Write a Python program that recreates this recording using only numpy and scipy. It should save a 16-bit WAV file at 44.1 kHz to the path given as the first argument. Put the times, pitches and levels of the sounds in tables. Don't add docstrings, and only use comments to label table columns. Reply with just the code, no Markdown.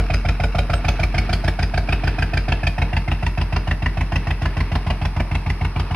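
import sys
import numpy as np
from scipy import signal
from scipy.fft import rfft, irfft, next_fast_len
from scipy.io import wavfile
from scipy.ndimage import uniform_filter1d, map_coordinates

SR = 44100
rng = np.random.default_rng(int(sys.argv[2]) if len(sys.argv) > 2 else 0)


def output_pcm(signal):
    pcm = np.clip(np.atleast_2d(signal).T, -1, 1) * 32767
    wavfile.write(sys.argv[1], SR, np.round(pcm).astype(np.int16))


N = 262395

FIRST_S, SECOND_S = 0.00663, .0415
CRACK_SPREAD_HZ = 114
LEAD = SR // 2
SIZE = next_fast_len(N + 2 * LEAD)
TIME = (np.arange(SIZE) - LEAD) / SR
FREQS = np.maximum(np.arange(SIZE // 2 + 1) * SR / SIZE, 1e-3)
PUFF_TIME = np.arange(4096) / SR


def undb(db):
    return 10 ** (np.asarray(db) / 20)


def level(x, db):
    return x * undb(db) / np.sqrt(np.mean(x ** 2))


def colour(x, points):
    hz, db = np.transpose(points)
    size = x.shape[-1]
    freqs = np.maximum(np.arange(size // 2 + 1) * SR / size, 1)
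    gain = undb(np.interp(np.log(freqs), np.log(hz), db))
    return irfft(rfft(x) * gain, size)


def resonate(x, modes, order=1):
    response = 0
    for k, (hz, width, db) in enumerate(modes):
        detuning = (FREQS / hz - hz / FREQS) * hz / width
        response = response + (-1) ** k * undb(db) / (1 + 1j * detuning) ** order
    return irfft(rfft(x) * response, SIZE)


def delay(x, seconds):
    return map_coordinates(x, [np.arange(SIZE) - seconds * SR], order=3)


def add(track, s, sound):
    start = LEAD + int(s * SR)
    track[start:start + len(sound)] += sound[:SIZE - start]


def pulses(times, db, jitter_s):
    track = np.zeros(SIZE)
    late = jitter_s * rng.standard_normal(len(times))
    track[LEAD + ((times + late) * SR).astype(int)] = undb(db)
    return track


def cycles():
    # [t/s, cycles per second f/Hz]
    speed = [(0, 6.7047), (1.3, 6.7213), (2.7, 6.7222), (4.3, 6.7096), (6, 6.7132)]
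    beat_s = .0985
    turns = np.cumsum(np.interp(TIME, *np.transpose(speed))) / SR
    turns = turns - np.interp(beat_s, TIME, turns)
    return np.interp(np.arange(-2, turns[LEAD + N]), turns, TIME)


def firings(s):
    # [t/s, crack level/dB, crack pitch f/Hz, low-range level/dB]
    barks = [(.29, -50, 1450, -1.5), (.44, -48, 1450, 0.5), (.59, -50, 1370, 0.5), (.74, -36, 1374, -2),
             (.89, -34.5, 2500, 1), (1.03, -32.5, 2360, -1), (1.18, -32, 2296, -7), (1.48, -37.5, 1750, 7),
             (1.78, -50, 1700, 4.5), (1.92, -31.5, 2497, 2), (2.08, -39, 1530, 1), (2.22, -42, 1630, 2.5),
             (2.37, -39.5, 1595, -0.5), (2.52, -33.5, 2730, 3.5), (2.67, -29.5, 2475, -3),
             (2.82, -39, 2200, 2), (2.97, -45, 2580, 1.5), (3.11, -40, 1973, 3.5), (3.26, -38.5, 1923, -2),
             (3.56, -52, 2560, 3.5), (3.71, -33, 1820, 2), (3.86, -32, 1980, 0), (4.01, -46, 2000, -1),
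             (4.16, -36, 2683, -1), (4.31, -42, 1922, -0.5), (4.46, -35, 1320, -1), (5.05, -41, 1920, -1),
             (5.2, -39, 2410, 5.5)]
    soft, body, crack, hiss = rng.standard_normal((len(s), 4)).T
    body_db = 2.5 * body
    crack_db = -44 - 18 * s + crack
    crack_hz = 2310 + 260 * rng.uniform(-0.98, 1, len(s))
    for at_s, db, hz, low_db in barks:
        k = np.argmin(abs(s + SECOND_S - at_s))
        crack_db[k], crack_hz[k], body_db[k] = db, hz, low_db
    return 0.62 * soft, body_db, crack_db, 0.8 * hiss, crack_hz


def boom(s, boom_db, deep_db):
    # [f/Hz, width/Hz, level from first cylinder/dB, level from second/dB]
    pipe_modes = [(45.66, 1.92, -10.5, 3), (56.3, 24, -54, -10.5), (93.6, 13.4, -18, -10.5),
                  (85.16, 11.6, -7.5, -60), (139.4, 7.6, -13, -47), (156.2, 12.9, -18, -17),
                  (163, 24.4, -19, -23.5), (197.1, 6.7, -23.5, -49), (241.7, 15.5, -37.5, -28.5),
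                  (322.4, 15.5, -35.5, -37), (375, 70, -46, -41)]
    hz, width, first_db, second_db = np.transpose(pipe_modes)
    pipe = 0
    for offset_s, db in ((FIRST_S, first_db), (SECOND_S, second_db)):
        strength_db = .3 * rng.standard_normal(len(s))
        drive = pulses(s + offset_s, strength_db, jitter_s=0.00015)
        pipe = pipe + resonate(drive, list(zip(hz, width, db)))
    pipe = level(pipe, 0)
    deep = colour(pipe, [(58, 5.0), (78, -13)])
    return (pipe + (undb(deep_db) - 1) * deep) * undb(boom_db)


def sag(s, at_s, from_hz, to_hz, length_s, db):
    age = np.arange(int(length_s * SR)) / (length_s * SR)
    turns = np.cumsum(from_hz + (to_hz - from_hz) * age) / SR
    note = np.sin(np.pi * age) * np.sin(2 * np.pi * turns)
    return level(signal.fftconvolve(pulses(s + at_s, 0, jitter_s=.0001), note)[:SIZE], db)


def knock(s, first_db, body_db, outlet_db):
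    # [f/Hz, width/Hz, level/dB]
    tonk_modes = [(698.3, 167, 7), (985, 210, -18.5)]
    # [f/Hz, width/Hz, level/dB]
    outlet_modes = [(457, 32, -2), (579, 27, -1), (676, 38, -1.5), (808, 148, -9)]
    # [f/Hz, width/Hz, level/dB]
    block_modes = [(1335, 330, 2), (1503, 91, -4), (2155, 270, 1.5), (2410, 176, 4.5), (3112, 120, -1),
                   (3734, 180, -6.5), (5070, 370, -11)]

    def strike(modes, order, *blows):
        drive = sum(pulses(s + at_s, db, jitter_s) for at_s, db, jitter_s in blows)
        return level(resonate(drive, modes, order), 0)

    tonk = strike(tonk_modes, 2.4, (.0003, first_db, .0002), (.0395, body_db - 7.0, .0003))
    outlet = strike(outlet_modes, 1, (.006, first_db - 8.5, .0002),
                    (.0405, body_db, .0003), (.055, body_db - 4.5, .0005))
    block = strike(block_modes, 2.23, (.0045, first_db - 5, .0004), (.0095, first_db - 5.0, .0006),
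                   (.0405, 0, .0005), (.0445, -3, .0008), (.053, -11, .0015))
    return (tonk * undb(-34.5 - 2 * TIME) + outlet * undb(outlet_db)
            + block * undb(-37.5 - 2.4 * TIME))


def rattles(count, likeness, grain_db):
    draws = rng.standard_normal((count, 2, len(PUFF_TIME)))
    for k in range(1, count):
        draws[k] = likeness * draws[k - 1] + np.sqrt(1 - likeness ** 2) * draws[k]
    grain = level(uniform_filter1d(draws[:, 1], size=48), 0)
    return draws[:, 0] * undb(grain_db * grain)


def puff(noise, rise_s, fall_s, tail_db, tail_s, patchy_db):
    # [f/Hz, level/dB]
    gas_colour = [(100, 4), (250, 4.5), (380, 0.5), (500, -6.5), (750, 5.5), (1050, 3), (1500, -0.5),
                  (2550, 0.5), (3200, -10.5), (4300, -19), (5200, -17.5), (6000, -30.5), (6600, -28),
                  (7300, -46), (8400, -31.5), (11800, -36.5)]
    swell = np.sin(np.pi / 2 * np.minimum(PUFF_TIME / rise_s, 1)) ** 2
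    hz = np.arange(1000, 7000, 210)
    patches = patchy_db * np.clip(rng.standard_normal(len(hz)), -2, 1)
    patches[0] = patches[-2:] = 0
    fall = np.exp(-np.maximum(PUFF_TIME - rise_s, 0) / fall_s)
    burst = fall * colour(noise, np.column_stack([hz, patches]))
    tail = undb(tail_db) * np.exp(-PUFF_TIME / tail_s) * noise
    rush = colour(swell * (burst + tail), gas_colour)
    fade_out = np.minimum((PUFF_TIME[-1] - PUFF_TIME) / 0.043, 1)
    return level(rush * fade_out, 0)


def clack(low_hz, high_hz, rise_s):
    age = PUFF_TIME / rise_s
    pitch = low_hz + (high_hz - low_hz) * rng.random(size=(3, 1))
    phase = rng.random(size=(3, 1))
    rings = np.sin(2 * np.pi * (pitch * PUFF_TIME + phase)).sum(axis=0)
    return level(rings * age ** 2 * np.exp(-2 * age), 0)


def bright_bands(s, rise_s, weights_db, detune, scatter_db):
    # [t/s, low f/Hz, level/dB, middle f/Hz, level/dB, high f/Hz, level/dB]
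    bands = [(0, 705, -49.5, 1349, -45, 2415, -45), (.8, 711, -34.5, 1392, -46, 2456, -41),
             (1.5, 720, -50, 1604, -45.5, 2317, -41), (2.3, 740, -43.5, 1650, -43, 2457, -40.5),
             (3, 926, -42.5, 1960, -41.5, 2702, -43), (3.7, 1009, -41, 1886, -51, 2716, -43.5),
             (4.1, 1073, -38.5, 1922, -41.5, 2683, -46), (4.8, 1070, -50.5, 1997, -48.5, 2720, -48.5),
             (6, 1080, -60, 2270, -41, 2720, -47)]
    at_s, *columns = np.transpose(bands)
    hz, db = np.reshape([np.interp(s, at_s, c) for c in columns], (-1, 2)).T
    pitch, size = rng.standard_normal((2, len(hz)))
    age = PUFF_TIME / rise_s
    turns = np.outer(hz * (1 + detune * pitch), PUFF_TIME) + rng.random((len(hz), 1))
    tones = level(np.sin(2 * np.pi * turns) * age ** 2 * np.exp(-2 * age), 0)
    return undb(db + weights_db + scatter_db * size) @ tones


def gas(starts, firsts, bodies, cracks, hisses, pitches):
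    track = np.zeros(SIZE)
    softs = rattles(len(starts), likeness=.7, grain_db=1.5)
    hards = rattles(len(starts), likeness=0.58, grain_db=2.5)
    for s, first_db, body_db, crack_db, hiss_db, hz, soft, hard in zip(
            starts, firsts, bodies, cracks, hisses, pitches, softs, hards):
        soft = puff(soft, rise_s=0.0074, fall_s=0.0084, tail_db=5.5, tail_s=0.028, patchy_db=10.0)
        soft = colour(soft, [(700, 0.3), (1400, 0.1), (2600, -4.0), (5000, .5 * hiss_db + 1.5)])
        add(track, s - .0003, undb(-35.5 + first_db) * soft)
        pitch, size = rng.standard_normal(2)
        first_hz = 2283 + 173 * pitch
        tick_db = -47 - 3.7 * s + 3.5 * size
        tick = clack(first_hz - CRACK_SPREAD_HZ, first_hz + CRACK_SPREAD_HZ, rise_s=0.0043)
        add(track, s + 0.003024, undb(tick_db) * tick)
        add(track, s + 0.002236, bright_bands(s, rise_s=0.0043, weights_db=np.array([-6, -.5, 0]),
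                                              detune=0.033, scatter_db=2.5))
        hard = puff(hard, rise_s=0.011, fall_s=0.0049, tail_db=-12.5, tail_s=0.031, patchy_db=8)
        hard = colour(hard, [(900, body_db), (2200, -1.0), (5000, hiss_db)])
        add(track, s + .0343, undb(-32) * hard)
        crack = clack(hz - CRACK_SPREAD_HZ, hz + CRACK_SPREAD_HZ, rise_s=0.0042)
        add(track, s + .0388, undb(crack_db) * crack)
        add(track, s + .038, bright_bands(s, rise_s=0.0057, weights_db=np.array([1.5, 2, .5]),
                                          detune=0.031, scatter_db=2))
    return track


def machinery(s, db):
    # [f/Hz, level/dB]
    hull_colour = [(60, -3), (120, 15), (240, 4), (350, 2), (490, -3.5), (650, -13.5), (1000, -5),
                   (2500, -9), (5000, -25.5), (9000, -83)]
    size = int(SR * np.mean(np.diff(s)))
    turn = rng.standard_normal(size)
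    starts = pulses(s, 2.7 * rng.standard_normal(len(s)), jitter_s=0.0007)
    repeated = signal.fftconvolve(starts, turn)[:SIZE]
    return level(colour(repeated, hull_colour), 0) * undb(db)


def clatter(per_s, grain_db, db, fade_db_s):
    # [f/Hz, width/Hz, level/dB]
    part_modes = [(1150, 160, 2), (1600, 160, -1), (2210, 63, 2.5), (2676, 90, 4), (3980, 145, -9),
                  (5320, 500, -15.5)]
    chance, size = rng.random((2, SIZE))
    ticks = (chance < per_s / SR) * undb(grain_db * size)
    return level(resonate(ticks, part_modes), 0) * undb(db - fade_db_s * TIME)


def drone():
    # [f/Hz, width/Hz, level/dB]
    hum_modes = [(183.7, 54, -1), (227.3, 32, -1.5), (259.3, 41, -2.5)]
    hum = level(resonate(rng.standard_normal(SIZE), hum_modes, order=2), 0)
    return hum * undb(-39 - 3 * TIME)


def ears(x, lag_s, tilt_db, leaves_s, leaves_db):
    hz, share = np.array([[320, 600, 1100, 2200, 4000], [0, 1, .8, .3, 0]])
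    left = colour(x, np.column_stack([hz, -share * tilt_db / 2]))
    right = colour(delay(x, lag_s), np.column_stack([hz, share * tilt_db / 2]))
    glance = undb(leaves_db) * colour(delay(x, leaves_s), [(1200, -70), (2800, 4.5), (9000, 5.5)])
    return np.array([left + glance, right - glance])


def banks(x, t60_s, wet_db, spread):
    t = np.arange(LEAD) / SR
    fade = undb(-60 * t / t60_s) * np.minimum(t / 0.0024, 1)
    mid, side = rng.standard_normal((2, LEAD)) * fade
    side = spread * colour(side, [(130, -57), (350, -11.0), (1200, 0.5), (2500, 4.5), (9000, 9.5)])
    tails = colour(np.array([mid + side, mid - side]),
                   [(60, -26.5), (200, 5.5), (400, 6.5), (1500, -0.5), (2600, -1.5), (4000, 3.5),
                    (5200, 3.5), (10000, 4.0)])
    tails = tails / np.sqrt(np.sum(mid ** 2))
    return undb(wet_db) * signal.fftconvolve(x[None], tails, axes=1)[:, :SIZE]


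def chirp(length_s, sag_hz_s, waver_hz, db):
    track = np.zeros(SIZE)
    age = np.arange(int(length_s * SR)) / SR
    waver = level(uniform_filter1d(rng.standard_normal(LEAD), size=150), 0)[:len(age)]
    hz = 8330 - sag_hz_s * age + waver_hz * waver
    note = np.sin(np.pi * age / length_s) ** 2 * np.sin(2 * np.pi * np.cumsum(hz) / SR)
    add(track, .718, undb(db) * note)
    return track


def wash(db):
    # [f/Hz, level/dB]
    wash_colour = [(25, -23), (60, 20), (160, 7.5), (300, 5), (500, -7), (900, 1.5), (2400, -7),
                   (3400, -21.5), (5200, -15.5), (7300, -43.5), (8500, -27.5), (11500, -27.5), (13500, -49)]
    mid, side = (colour(rng.standard_normal(SIZE), wash_colour) for _ in range(2))
    side = colour(side, [(100, -54), (400, -0.5), (1500, -12), (4000, 3.5), (10000, 12)])
    return level(np.array([mid + side, mid - side]), db)


def scene():
    # [t/s, gas puffs level/dB, second puff's low range level/dB, hiss level/dB,
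    # machinery level/dB, delay of the reflection/ms, outlet rings level/dB]
    passing = [(0, 0, -4, 8.5, -34, 1, -36.5), (.7, 0, -0.5, 10.5, -36, 1, -34.5),
               (1.3, 0.5, -5, 10.5, -33.5, 0.95, -47), (2.45, .5, -.5, 8, -36, .89, -47),
               (2.75, 0, -1, 5, -38, .86, -42), (3.2, -0.6, -3, 6, -38.5, 0.85, -48),
               (4.4, -.5, 0, 5, -37, 0.81, -49), (6, -3, -1.5, 7.5, -39.5, 0.54, -64)]
    at_s, *columns = np.transpose(passing)
    gas_db, low_db, treble_db, hull_db, detour_ms, outlet_db = (np.interp(TIME, at_s, c) for c in columns)
    s = cycles()
    first_db, body_db, crack_db, hiss_db, crack_hz = firings(s)
    body_db = body_db + np.interp(s, TIME, low_db)
    hiss_db = hiss_db + np.interp(s, TIME, treble_db)
    boat = (boom(s, boom_db=-20 + 0.11 * TIME, deep_db=1 - .5 * TIME)
            + sag(s, at_s=0.057, from_hz=185, to_hz=112.2, length_s=0.065, db=-39.5)
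            + knock(s, first_db, body_db, outlet_db)
            + undb(gas_db) * gas(s, first_db, body_db, crack_db, hiss_db, crack_hz)
            + machinery(s, hull_db)
            + clatter(per_s=120, grain_db=12, db=-43.5, fade_db_s=1.4)
            + drone())
    bounce = colour(delay(boat, detour_ms / 1000),
                    [(200, -73), (600, -20), (1050, -3.5), (2000, -17), (3000, -41.0), (6000, -37)])
    heard = boat - bounce
    direct = ears(heard, lag_s=.000024, tilt_db=4.5, leaves_s=0.001035, leaves_db=-7.0)
    around = banks(heard, t60_s=0.32, wet_db=-10.5, spread=0.26) + wash(db=-36.5)
    bird = chirp(length_s=0.091, sag_hz_s=600, waver_hz=70, db=-45.0)
    out = direct + around + bird
    return out[:, LEAD:LEAD + N]


def record(dry):
    dull = colour(dry, [(11800, 0), (13000, -14), (15500, -3.0)])
    top_cut = signal.ellip(8, .2, 70, 15800, fs=SR, output="sos")
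    return signal.sosfilt(top_cut, dull)


dry = scene()
out = record(dry)
output_pcm(out)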